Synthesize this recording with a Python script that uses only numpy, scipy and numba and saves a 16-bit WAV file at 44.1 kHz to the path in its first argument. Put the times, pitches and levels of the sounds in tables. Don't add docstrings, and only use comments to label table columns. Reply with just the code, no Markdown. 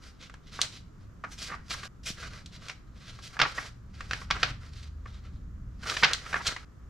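import sys
import numpy as np
from scipy import signal
from scipy.fft import rfft, irfft, next_fast_len
from scipy.io import wavfile
from scipy.ndimage import uniform_filter1d, minimum_filter1d, map_coordinates
from numba import njit

SR = 44100
rng = np.random.default_rng(int(sys.argv[2]) if len(sys.argv) > 2 else 0)


def store_pcm(level_fs):
    pcm = np.round(np.clip(level_fs, -1, 1) * 32767).astype(np.int16)
    wavfile.write(sys.argv[1], SR, np.atleast_2d(pcm).T)


N = 304201
TIME = np.arange(N) / SR


def undb(db):
    return 10 ** (np.asarray(db) / 20)


def unit(x):
    return x / np.sqrt(np.mean(x ** 2))


def colour(x, points):
    size = next_fast_len(len(x) // 2 + 2048) * 2
    point_hz, point_db = np.transpose(points)
    hz = np.maximum(np.fft.rfftfreq(size, 1 / SR), 1)
    response_db = np.interp(np.log(hz), np.log(point_hz), point_db)
    cepstrum = irfft(np.log(undb(response_db)))
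    cepstrum[1:size // 2] *= 2
    cepstrum[size // 2 + 1:] = 0
    return irfft(rfft(x, size) * np.exp(rfft(cepstrum)))[:len(x)]


def lowpass(x, cutoff_hz):
    sos = signal.butter(3, min(cutoff_hz, .45 * SR), fs=SR, output="sos")
    return signal.sosfiltfilt(sos, x)


def walk(rate_hz):
    hold = max(int(SR / rate_hz), 1)
    levels = np.repeat(rng.standard_normal(N // hold + 1), hold)
    return 1.2 * uniform_filter1d(levels, hold)[:N]


def add(out, start_s, x):
    i = max(int(start_s * SR), 0)
    out[i:i + len(x)] += x[:N - i]


def even(x, bins=120):
    spectrum = rfft(x, 2 * len(x))
    power = uniform_filter1d(uniform_filter1d(np.abs(spectrum) ** 2, bins), bins)
    return irfft(spectrum / np.sqrt(power))[:len(x)]


@njit
def resonate(x, centre_hz, width_hz):
    y, band, low = np.empty(len(x)), 0., 0.
    for i in range(len(x)):
        g = np.tan(np.pi * centre_hz[i] / SR)
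        k = width_hz / centre_hz[i]
        v = (band + g * (x[i] - low)) / (1 + g * (g + k))
        band = 2 * v - band
        low = low + 2 * g * v
        y[i] = k * v
    return y


def wide(points, side_db):
    mid = unit(colour(rng.standard_normal(N), points))
    side = unit(colour(rng.standard_normal(N), points))
    return mid + undb(side_db) * side * np.array([[1], [-1]])


# time_s, level_db
RUMBLE_LEVEL = [(0, -51.5), (1.1, -49.5), (1.45, -46), (2.6, -49), (3.7, -51), (4.1, -42.5), (5.0, -49.5),
                (5.3, -44), (5.7, -46), (6.9, -50.5)]
# freq_hz, density_db_per_hz
RUMBLE_COLOUR = [(15, -10), (27, 1), (40, 0.5), (55, 3.5), (66, 2), (86, -4.5), (105, -0.5), (135, -7),
                 (180, -8), (260, -16), (400, -35.5), (800, -59.5), (4000, -115)]
# freq_hz, density_db_per_hz
AIR_COLOUR = [(150, 1.5), (300, -4), (450, -10), (850, -18.5), (1250, -10.5), (1700, -18), (2500, -27),
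              (4000, -31), (7000, -29.5), (9000, -42), (11500, -41), (12000, -30.5), (12500, -60.5),
              (15500, -62.5)]


def background(lumps_db=2, lumps_hz=14, air_db=-58.5, air_waver_db=0.45, air_waver_hz=3.9):
    time_s, level_db = np.transpose(RUMBLE_LEVEL)
    swell_db = np.interp(TIME, time_s, level_db)
    rumble = wide(RUMBLE_COLOUR, side_db=-24.5) * undb(swell_db + lumps_db * walk(lumps_hz))
    air = wide(AIR_COLOUR, side_db=-2.5) * undb(air_db + air_waver_db * walk(air_waver_hz))
    return rumble + air


# pitch_hz, level_db, loudest_s, half_length_s (to 1/e)
DRONE_TONES = [(49.7, -50, 4.8, 1.1), (75.2, -46, 5.0, 1), (99.3, -54.5, 4.6, 0.36),
               (116.4, -55.5, 4.7, 1.7), (145.7, -57, 4.6, 0.31)]


def drone(wander_hz=1.2, waver_db=2):
    out = 0
    for pitch_hz, level_db, loudest_s, half_length_s in DRONE_TONES:
        phase = 2 * np.pi * np.cumsum(pitch_hz + wander_hz * walk(3.0)) / SR
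        gain = np.sqrt(2) * undb(level_db + waver_db * walk(4.6))
        swell = np.exp(-((TIME - loudest_s) / half_length_s) ** 2)
        out = out + gain * swell * np.sin(phase)
    return out


# peak_s, level_db (noise rms at the peak)
PUFFS = [(0.659, -45.5), (2.11, -37), (3.42, -37), (4.517, -37), (6.478, -38)]


def puffs(rise_s=0.0067, top_hz=170):
    out = np.zeros(N)
    t = np.arange(SR // 8) / SR
    swell = t / rise_s * np.exp(1 - t / rise_s)
    for peak_s, level_db in PUFFS:
        push = unit(lowpass(rng.standard_normal(len(t)), top_hz))
        add(out, peak_s - rise_s, undb(level_db) * push * swell)
    return out


STROKE_ATTACK_S, STROKE_RELEASE_S, FIRM_DB, SLOWER_DB = 0.014, 0.015, -43, 14.5
BRUSH_DB, BRUSH_S = -15, 0.036
RUB_EDGE_DB, BEND_HZ, RUB_EDGE_DB_PER_OCTAVE = 1, 4330, 13.5
# start_s, length_s, hiss_level_db,
# body_db (hollow body against the hiss), hiss_pitch_hz
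STROKES = [(0.024, .08, -55.5, 2, 4780), (0.202, .075, -52.5, -0.5, 3404),
           (0.468, 0.025, -55.5, -2.5, 3320), (0.522, 0.12, -49, 0, 4060), (0.602, .06, -40, 1, 3520),
           (0.721, 0.063, -48, -6, 3980), (1.01, .025, -68, 3, 4590), (1.314, .028, -49.5, 0.5, 6170),
           (1.384, .105, -41.5, -7, 4810), (1.487, .07, -55.5, 19, 5000), (1.7, .05, -38.5, -3, 4860),
           (1.758, .115, -48, 2.5, 4500), (2.058, .055, -35.5, -9.5, 5150), (2.174, .1, -48.5, 7, 4290),
           (2.301, 0.11, -56, 8.5, 4500), (2.527, .045, -50.5, -1, 3890), (2.619, .11, -52.5, 6.5, 4240),
           (2.956, .26, -59, 2.5, 4164), (3.061, 0.046, -50, 1, 3600), (3.228, 0.055, -45.5, -9.5, 4600),
           (3.297, .08, -58, 8.5, 5080), (3.465, 0.061, -44.5, 3.5, 4165), (3.549, 0.068, -45.5, 2, 4920),
           (3.611, .075, -50, 5, 4695), (3.945, 0.14, -57.5, 5.5, 4400), (4.087, 0.16, -52, 5, 4920),
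           (4.328, 0.07, -51.5, 14, 4426), (4.393, .12, -47, 9, 4024), (4.608, 0.097, -60.5, 7.5, 4680),
           (4.726, .15, -56, -2, 4200), (5.069, .125, -61.5, 2.5, 3670), (5.243, .04, -60.5, 8.5, 3900),
           (5.335, 0.031, -67, -1, 4005), (5.83, 0.056, -45.5, 4, 4780), (5.863, 0.17, -40, 2.5, 4520),
           (6.062, .09, -49, 16.5, 4220), (6.163, 0.2, -55.5, 6.5, 4890), (6.286, 0.11, -48, 8.5, 5690),
           (6.411, 0.056, -47.5, -1, 4225), (6.453, .075, -41, 8, 4370), (6.58, 0.084, -64, 12, 4880)]


def strokes():
    hiss, body = np.full(N, 1e-14), np.full(N, 1e-14)
    pitch = np.full(N, 1e-14 * BEND_HZ)
    for start_s, length_s, hiss_level_db, body_db, hiss_pitch_hz in STROKES:
        near = np.abs(TIME - start_s - length_s / 2) < .5
        t = TIME[near] - start_s
        slow = 2 ** ((FIRM_DB - hiss_level_db) / SLOWER_DB)
        rise = (1 + np.tanh(2 * t / (slow * STROKE_ATTACK_S))) / 2
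        fall = (1 - np.tanh(2 * (t - length_s) / (slow * STROKE_RELEASE_S))) / 2
        outside_s = np.maximum(np.abs(t - length_s / 2) - length_s / 2, 0)
        brush = undb(BRUSH_DB) * np.exp(-outside_s / (slow * BRUSH_S))
        power = undb(hiss_level_db) ** 2 * ((rise * fall) ** 2 + brush ** 2)
        hiss[near] += power
        body[near] += power * undb(body_db) ** 2
        pitch[near] += power * hiss_pitch_hz
    return np.sqrt(hiss), np.sqrt(body / hiss), pitch / hiss


DAMPED_DB = -48
BOW_HZ, BOW_WIDTH_HZ, BOW_WANDER_OCTAVES, BOW_RATE_HZ, BOW_GAIN = 1450, 210, .35, 14, 1
# freq_hz, density_db_per_hz
RUB_COLOUR = [(100, -5.5), (250, -9), (430, -5), (650, -3), (850, -10), (1300, 2), (2300, 0.5), (3800, 0),
              (5600, -2), (7500, -10), (10000, -19), (12500, -24.5), (15500, -51)]


def sliding(trim_db=1.0, catch_rate_hz=600, catch_db=-3.5, catch_spread_db=2.5, judder_db=2.0,
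            wobble_db=1.9, body_hz=2200, edge_hz=6800, ring_gain=0.87, ring_width_hz=800):
    hiss_gain, hollow, pitch_hz = strokes()
    sizes = undb(catch_spread_db * np.minimum(rng.exponential(size=N), 5))
    caught = rng.random(N) < catch_rate_hz / SR
    catches = caught * sizes * rng.choice([-1, 1], N)
    friction = colour(rng.standard_normal(N) + undb(catch_db) * unit(catches), RUB_COLOUR)
    ring = ring_gain / (1 + hiss_gain / undb(DAMPED_DB))
    friction = unit(friction + ring * resonate(friction, pitch_hz, float(ring_width_hz)))
    body, below_edge = lowpass(friction, body_hz), lowpass(friction, edge_hz)
    bow_hz = np.clip(BOW_HZ * 2 ** (BOW_WANDER_OCTAVES * walk(BOW_RATE_HZ)), 1, SR / 4)
    bow = resonate(body, bow_hz, float(BOW_WIDTH_HZ))
    body = (body + BOW_GAIN * bow) / np.sqrt(1 + BOW_GAIN / 2)
    body_gain = hollow * undb(wobble_db * walk(110))
    edge_db = RUB_EDGE_DB + RUB_EDGE_DB_PER_OCTAVE * np.log2(pitch_hz / BEND_HZ)
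    x = body * body_gain + below_edge - body + (friction - below_edge) * undb(edge_db)
    return x * hiss_gain * undb(trim_db + judder_db * walk(70))


# freq_hz, density_db_per_hz
FLAP_COLOUR = [(50, -33), (140, -3), (260, -11), (430, -10.5), (750, -6.5), (1200, -0.5), (2200, 0.5),
               (3600, -5.5), (5200, -8), (7000, -18.5), (9500, -34), (12500, -40.5), (15500, -61.5)]


def buckle(level_db, length_ms, crack_db, edge_db, patch_hz, diffuse, snaps_per_ms=1.8, spread_db=3.5,
           flutter_db=-22, flutter_s=0.0042, ring_gain=1.0, damping=0.13):
    t = np.arange(SR // 10) / SR
    count = min(1 + int(length_ms * snaps_per_ms), 64)
    place, size = rng.random(count), rng.standard_normal(count)
    sign = rng.choice([-1, 1], count)
    at = (np.arange(count) + place) / count * length_ms * SR / 1000
    if diffuse:
        run = signal.unit_impulse(len(t), int(at.mean()))
    else:
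        snaps = np.bincount(at.astype(int), sign * undb(spread_db * np.minimum(size, 1)), len(t))
        flutter = undb(flutter_db) * rng.standard_normal(len(t)) * np.exp(-t / flutter_s)
        flutter[0] = 1
        run = even(signal.fftconvolve(snaps, flutter)[:len(t)])
    patch = resonate(run, np.full(len(t), float(patch_hz)), float(damping * patch_hz))
    run = run + ring_gain * patch
    tightness = [(1700, 0.013), (3300, crack_db), (5000, crack_db),
                 (8500, crack_db + edge_db), (13000, crack_db + edge_db / 2)]
    x = colour(colour(run, FLAP_COLOUR), tightness)
    return x * undb(level_db) * np.sqrt(SR / 100 / np.sum(x ** 2))


EDGE_AT_DB, EDGE_LOSS_DB_PER_DB = -28.5, 0.7
FLICK_CRACK_DB, FLICK_HZ = 20, 4130
# start_s, level_db (rms over 10 ms), run_length_ms,
# crack_db (4 kHz against body), patch_hz
FLAPS = [(0.297, -48, 3.3, -7.5, 1410), (0.34, -48, 2.45, -5, 1170), (0.591, -33, 0.46, -30.5, 1110),
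         (1.238, -32, 11.3, -16.5, 1230), (1.515, -32.5, 30.4, -16, 1140), (1.706, -31.5, 11, 3, 4040),
         (1.74, -38, 9.8, -10, 1200), (1.831, -38, 6, -6, 1400), (2.684, -42, 3, 10.5, 1550),
         (2.696, -35.5, 4.8, 0, 2230), (3.189, -48.5, 1.2, -16.5, 1140), (3.368, -40, 1.9, -17, 1460),
         (3.3914, -27, 2.9, -2.5, 1290), (3.3991, -20.5, 5.4, -2.5, 1440), (3.4152, -16.5, 5, 4, 1350),
         (3.423, -23.5, 17.3, -11, 1400), (3.451, -27.5, 14.3, -17, 1150), (3.578, -28, 11, -12.5, 1880),
         (4.006, -37.5, 3.95, -5, 1220), (4.1105, -29, 1.22, -1, 1500), (4.133, -28.5, 1.12, 0, 1730),
         (4.216, -42.5, 3.8, -17, 1100), (4.304, -32, 1.15, -6, 1170), (4.309, -21, 3.4, 3, 1166),
         (4.363, -35, 6, -15, 1200), (4.4303, -18.5, 5.5, 3.5, 1510), (5.056, -43, 7.2, -19.5, 1320),
         (5.858, -37, 7.3, -24.5, 1390), (5.898, -29.5, 2, 13, 1480), (5.912, -32.5, 12, -19, 1210),
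         (5.966, -27.5, 6.8, 3.5, 1790), (6.026, -24, 7.2, -16.5, 2210), (6.0331, -14, 6.7, 1, 1660),
         (6.042, -17.5, 6.5, 13.5, 2140), (6.049, -22.5, 7.3, -19.5, 1940), (6.078, -33.5, 20, 7, 1600),
         (6.111, -36.5, 3.3, 2, 1750), (6.261, -39.5, 7, -7, 1210), (6.328, -30, 5.5, -7.5, 1680),
         (6.342, -24, 2.16, -14, 1710), (6.358, -27.5, 8.8, -13.5, 1370), (6.397, -36, 19, -17, 1170),
         (6.563, -35.5, 4.5, -4.5, 2055)]
# start_s, level_db (rms over 10 ms), run_length_ms,
# edge_db (above 8.5 kHz against crack)
FLICKS = [(0.6155, -21.5, 1, 15.5), (2.46, -46, 3, 12), (6.1335, -24, 0.45, 11.5),
          (6.4663, -22.5, 15.5, 12.5)]


def buckles(diffuse):
    out = np.zeros(N)
    for start_s, level_db, length_ms, crack_db, patch_hz in FLAPS:
        edge_db = -EDGE_LOSS_DB_PER_DB * (level_db - EDGE_AT_DB)
        add(out, start_s, buckle(level_db, length_ms, crack_db, edge_db, patch_hz, diffuse))
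    for start_s, level_db, length_ms, edge_db in FLICKS:
        add(out, start_s, buckle(level_db, length_ms, FLICK_CRACK_DB, edge_db, FLICK_HZ, diffuse))
    return out


def garage(toward, around, early_db=-10, early_s=0.02, tail_db=-13, t60_low_s=0.32, t60_high_s=.3,
           split_hz=5500, side_db=-2, direct_db=-2.0, lag_ms=0.014, left_db=1.0, right_db=2.0):
    t = np.arange(SR * 3 // 4) / SR

    def fade(t60_s):
        return np.exp(-np.log(1000) * t / t60_s)

    def share(h, level_db):
        return h * undb(level_db) / np.sqrt(np.sum(h ** 2))

    def reflections():
        early, late = rng.standard_normal((2, len(t)))
        low = lowpass(late, split_hz)
        tail = low * fade(t60_low_s) + (late - low) * fade(t60_high_s)
        tail = tail * np.clip(t / 0.007, 0, 1)
        early = early * np.exp(-t / early_s) * (t > .001)
        h = share(early, early_db) + share(tail, tail_db)
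        return signal.fftconvolve(around, h)[:N]

    direct = undb(direct_db) * toward
    mid = reflections()
    side = undb(side_db) * reflections()
    later = map_coordinates(direct, [np.arange(N) - lag_ms * SR / 1000], order=3)
    return np.array([undb(left_db) * later + mid + side, undb(right_db) * direct + mid - side])


# start_s, end_s
STOPS = [(1.879, 2.032), (6.649, 7.7)]


def stops():
    shut = sum((TIME > start_s) & (TIME < end_s) for start_s, end_s in STOPS)
    return uniform_filter1d(1. - shut, size=128)


def scene():
    rub = sliding()
    pages = garage(buckles(diffuse=False) + rub, buckles(diffuse=True) + rub)
    return pages * stops() + puffs() + drone() + background()


def limit(x, ceiling):
    size = SR // 250
    gain = np.minimum(1, ceiling / (np.abs(x).max(axis=0) + 1e-9))
    return x * uniform_filter1d(minimum_filter1d(gain, size), size)


def record(dry, top_hz=15600):
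    held = limit(dry, ceiling=.64)
    return signal.sosfilt(signal.ellip(8, .2, 70, top_hz, fs=SR, output="sos"), held)


dry = scene()
out = record(dry)
store_pcm(out)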